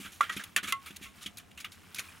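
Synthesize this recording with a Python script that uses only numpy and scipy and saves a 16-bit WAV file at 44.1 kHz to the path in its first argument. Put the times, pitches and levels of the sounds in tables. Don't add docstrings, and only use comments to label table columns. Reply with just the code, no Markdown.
import sys
import numpy as np
from scipy import signal
from scipy.fft import rfft, irfft
from scipy.io import wavfile

SR = 44100
rng = np.random.default_rng(int(sys.argv[2]) if len(sys.argv) > 2 else 0)


def store_pcm(level_fs):
    pcm = np.round(np.clip(level_fs, -1, 1) * 32767).astype(np.int16)
    wavfile.write(sys.argv[1], SR, np.atleast_2d(pcm).T)


N = 97020

# t/s, left-right level/dB
WATER_PAN = [(.7, -2), (2.0, 0.0423)]
POT_PAN_DB = -2
DROP_SPREAD_DB = 3.5
EDGE_HZ = 16100


def amp(db):
    return 10 ** (np.asarray(db) / 20)


def evened(x):
    return x / np.sqrt(np.mean(x ** 2) + 1e-20)


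def add(mix, s, sound):
    part = mix[:, max(0, round(s * SR)):][:, :sound.shape[1]]
    part += sound[:, :part.shape[1]]


def placed(x, pan_db):
    return x * amp([[pan_db / 2], [-pan_db / 2]])


def water_pan(s):
    return np.interp(s, *np.transpose(WATER_PAN))


def band(x, edges_hz):
    sos = signal.butter(N=3, Wn=edges_hz, btype="band", fs=SR, output="sos")
    return signal.sosfilt(sos, x)


def coloured(x, points):
    hz, db = np.transpose(points)
    f = np.fft.rfftfreq(x.shape[-1], 1 / SR)
    gain = amp(np.interp(np.log(f + 1), np.log(hz), db))
    return irfft(rfft(x) * gain, x.shape[-1])


def drops(size, per_s, spread_db):
    strength = amp(spread_db * np.minimum(rng.exponential(1, size), 4))
    falls = rng.random(size) < per_s / SR
    return strength * rng.choice([-1, 1], size) * falls


def droplets(size, per_s, spread_db, count=32):
    width_hz = 609.5
    radius = np.exp(-np.pi * width_hz / SR)
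    out = np.zeros(size)
    for hz in (np.arange(count) + rng.random(count)) * EDGE_HZ / count:
        pole = radius * np.exp(2j * np.pi * hz / SR)
        out += signal.lfilter([1], [1, -pole], drops(size, per_s / count, spread_db)).real
    return out


def ring(modes, t):
    return sum(amp(db - 60 * t / t60) * np.sin(2 * np.pi * hz * t) for hz, db, t60 in modes)


def stir():
    # t/s, level/dB
    stir_level = [(0, -57), (.17, -62.5), (.27, -55), (.47, -56), (.55, -63), (.77, -70), (0.829, -56),
                  (.93, -59), (1.13, -65), (1.17, -55), (1.32, -63.5), (1.56, -65), (1.92, -58.5),
                  (2.03, -52.5), (2.2, -57.5)]
    # f/Hz, level/dB
    stir_tone = [(550, -15.5), (1200, 0.5), (2600, 0), (4500, -9), (10000, -10.5), (16000, -16)]
    per_s, spread_db, width = 12000, 3.5, 0.14785
    centre, wide = (evened(coloured(droplets(N, per_s, spread_db), stir_tone)) for _ in range(2))
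    level = amp(np.interp(np.arange(N) / SR, *np.transpose(stir_level)))
    return level * (centre + width * np.array([wide, -wide]))


def distance():
    # f/Hz, level/dB
    air_tone = [(20, -26), (80, -1.5), (115, -7), (190, 0), (520, -15.5), (750, -13.5), (1500, -20.5),
                (16000, -46)]
    air_db, air_width = -62, 0.761
    first_s, every_s, length_s = 0.07504, 0.1003, 0.019714
    throb_hz, throb_db = (68.101, 103.65), -61
    hum_hz, hum_db, hum_s, hum_length_s = 704.8, -70, 1.4009, 0.21
    t = np.arange(N) / SR

    mid, side = (evened(coloured(rng.standard_normal(N), air_tone)) for _ in range(2))
    air = amp(air_db) * (mid + air_width * np.array([side, -side]))

    off_beat = (t - first_s + every_s / 2) % every_s - every_s / 2
    rumble = np.cos(np.angle(signal.hilbert(band(rng.standard_normal(N), throb_hz))))
    throb = amp(throb_db) * evened(rumble) * np.exp(-(off_beat / length_s) ** 2 / 2)

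    swell = np.exp(-((t - hum_s) / hum_length_s) ** 2)
    hum = amp(hum_db) * swell * np.sin(2 * np.pi * hum_hz * t)
    return air + throb + hum


def bubbling(t, range_hz, count=20):
    per_s, cycles, rise = 900, 13.051, 0.012145
    swarm_share = 0.68194
    low, high = range_hz
    swarm, u = np.zeros(len(t)), t[:1024]
    for hz in low * (high / low) ** ((np.arange(count) + rng.random(count)) / count):
        age = u * hz / cycles
        bubble = np.exp(-age) * np.sin(2 * np.pi * hz * u * (1 + rise * age))
        births = drops(2 * len(t), per_s / count, DROP_SPREAD_DB)
        swarm += signal.fftconvolve(births, bubble)[len(t):2 * len(t)]
    wash = evened(band(rng.standard_normal(len(t)), range_hz))
    return np.sqrt(swarm_share) * evened(band(swarm, range_hz)) + np.sqrt(1 - swarm_share) * wash


def flap(s, rise, fall, gurgle_db, splash_db, spray_db):
    # f/Hz, level/dB
    spray_tone = [(1500, -29), (3000, -7.5), (3900, 0.5), (5000, -4), (6800, -0.5), (8000, -5.5),
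                  (10000, -1.5), (16000, -13.5)]
    gurgle_hz, splash_hz = (1148.5, 2106), (2046.7, 3704.1)
    slap_db, slap_hz = -18, (298.9, 992)
    drops_per_s, colour_db, spray_fall_share = 16000, 2.0057, 0.86396
    t = np.arange(SR // 4) / SR

    def burst(x, db, fall):
        shape = np.minimum(t / rise, 1) * amp(-20 * np.maximum(t - rise, 0) / fall)
        return amp(db) * evened(x * shape) * np.sqrt(np.mean(shape ** 2))

    water = burst(bubbling(t, gurgle_hz), gurgle_db, fall)
    water += burst(bubbling(t, splash_hz), splash_db, fall)
    water += burst(band(rng.standard_normal(len(t)), slap_hz), gurgle_db + slap_db, fall)
    colour = [(hz, db + colour_db * rng.standard_normal()) for hz, db in spray_tone]
    mist = coloured(droplets(len(t), drops_per_s, DROP_SPREAD_DB), colour)
    spray = burst(mist, spray_db, fall * spray_fall_share)
    return placed(water, water_pan(s)) + spray


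def pot(splashes):
    # t/s, level/dB
    thumps = [(0.0, -41), (.05, -49), (.31, -49.5), (.365, -35), (.562, -43), (.63, -44), (.641, -45),
              (.682, -45.5), (.906, -44), (1.012, -50), (1.012, -51.5), (1.26, -41.5)]
    # f/Hz, level/dB, t60/s
    hollow = [(204.16, -0.5, 0.1558), (271.16, -2, 0.07042), (334.88, -6, 0.03866)]
    # f/Hz, level/dB, t60/s
    wall_modes = [(1096, -6, 0.18428), (1341.5, -3.5, 0.0827), (2059.3, 0, 0.08058), (3171.2, -9, 0.05873)]
    # t/s, level/dB
    knocks = [(.7225, -22), (1.055, -46)]
    thump_rise_s, knock_rise_s, sympathy_db = 0.0020745, 0.003074, -9
    out, t = np.zeros((2, N)), np.arange(SR // 2) / SR

    boom = np.minimum(t / thump_rise_s, 1) * ring(hollow, t)
    for s, db in thumps:
        add(out, s, placed(amp(db) * boom, 0))
    wall = ring(wall_modes, t) * (1 - np.exp(-(t / knock_rise_s) ** 2))
    for s, db in knocks:
        add(out, s, placed(amp(db) * wall, POT_PAN_DB))
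    response = wall / abs(rfft(wall)).max()
    return out + amp(sympathy_db) * signal.fftconvolve(splashes, response[None], axes=1)[:, :N]


def echoes(x):
    level_db, t60_s, delay_s = -12, 0.07412, 0.002
    t = np.arange(SR // 4) / SR
    tail = rng.standard_normal((2, len(t))) * np.exp(-np.log(1000) * t / t60_s) * (t > delay_s)
    tone = [(250, 4.5), (1000, -1.5), (3000, 0.5), (14000, -14.5)]  # f/Hz, level/dB
    tail = coloured(tail / np.linalg.norm(tail[0]), tone)
    return amp(level_db) * signal.fftconvolve(x, tail, axes=1)[:, :N]


def plops():
    # t/s, f/Hz at the start, level/dB ahead of the soft onset, t60/s
    large_bubbles = [(0.2074, 1155, -10, 0.034985), (0.2102, 1362, -21.5, 0.09078),
                     (.295, 1900, -28, 0.08498), (.299, 1286, -29, 0.04606), (.396, 1662, -33, 0.073),
                     (.567, 3488, -27.5, 0.0512), (.584, 1456, -28.5, 0.06058), (1.261, 3017, -33, 0.05394),
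                     (1.262, 3298, -33.5, 0.04297), (2.086, 2457, -41.5, 0.0353)]
    rise_s, glide = 0.0006587, 0.01829
    out, t = np.zeros((2, N)), np.arange(SR // 4) / SR
    for s, hz, db, t60 in large_bubbles:
        tone = np.sin(2 * np.pi * hz * t * (1 + glide * t / t60))
        shape = np.exp(-np.log(1000) * t / t60) * (1 - np.exp(-t / rise_s))
        add(out, s, placed(amp(db) * shape * tone, POT_PAN_DB))
    return out


def smacks():
    # t/s, f/Hz, envelope peak level/dB
    tail_hits = [(0.5626, 1770, -19), (0.5626, 2650, -18.5), (1.6463, 2848, -30.5), (1.9873, 2238, -27)]
    # t/s, envelope peak level/dB
    shell_snaps = [(0.7243, -16.5), (1.994, -18)]
    smack_peak_s, snap_hz, snap_peak_s = 0.0012111, 4894, 0.00006
    out, t = np.zeros((2, N)), np.arange(SR // 20) / SR

    def pulse(s, hz, db, peak_s):
        shape = t / peak_s * np.exp(1 - t / peak_s)
        add(out, s, placed(amp(db) * shape * np.sin(2 * np.pi * hz * t), water_pan(s)))

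    for s, hz, db in tail_hits:
        pulse(s, hz, db, smack_peak_s)
    for s, db in shell_snaps:
        pulse(s, snap_hz, db, snap_peak_s)
    return out


def scene():
    # t/s, rise/s, time to fall 20 dB/s, gurgle level/dB, splash level/dB, spray level/dB
    flaps = [(0.0,0.00309,0.1634,-56.5,-49,-49), (.038,0.02291,0.0468,-45.5,-46,-52),
             (.119,0.00186,0.1632,-66,-60.5,-52), (.2075,0.001141,0.0213,-25.5,-34.5,-35.5),
             (.227,0.001384,0.0598,-37,-39,-46.5), (0.2934,0.004514,0.032,-36,-36.5,-45),
             (.312,0.01443,0.074,-45.5,-47,-45.5), (.361,0.01056,0.0295,-45,-37,-41),
             (.389,0.00726,0.0596,-41,-45.5,-48.5), (.436,.004,.016,-55,-43,-40),
             (.562,0.0019016,0.0229,-27,-25.5,-24), (.573,0.00319,.034,-34,-32.5,-44),
             (.628,0.005466,0.0988,-41.5,-40.5,-42.5), (.668,0.015538,0.0704,-41.5,-38.5,-39.5),
             (.7228,0.000948,0.0098,-32.5,-25,-26.5), (.858,0.004465,.07,-49,-46,-47),
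             (.906,0.002864,0.0165,-56,-47.5,-53), (.959,.009,0.009,-54,-48,-41),
             (1.008,0.028096,0.0823,-55.5,-46.5,-48.5), (1.205,0.025054,0.0661,-56,-51,-47.5),
             (1.26,0.002566,0.0291,-50,-39,-42), (1.371,0.001117,0.0275,-60,-56,-42.5),
             (1.38,0.002857,0.0167,-55,-49,-42.5), (1.392,0.01017,0.0354,-57.5,-56,-58.5),
             (1.508,0.008395,0.0102,-65,-54,-61.5), (1.574,.003,.06,-54,-45,-50),
             (1.597,0.01017,0.0284,-53.5,-49.5,-44.5), (1.6433,.0035,.03,-42,-38,-46),
             (1.718,0.002033,0.063,-63,-59.5,-50), (1.9452,0.001251,.011,-54,-53,-35),
             (1.956,0.0039,.05,-52,-45,-44), (1.9825,0.004676,0.0213,-46,-40.5,-38),
             (1.993,0.000853,0.021,-38.5,-36,-34)]
    splashes = stir() + smacks()
    for row in flaps:
        add(splashes, row[0], flap(*row))
    near = splashes + plops() + pot(splashes)
    return near + echoes(near) + distance()


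def record(dry):
    lowpass = signal.firwin(301, EDGE_HZ, window=("kaiser", 9), fs=SR)
    return signal.oaconvolve(dry, lowpass[None], "same")


dry = scene()
out = record(dry)
store_pcm(out)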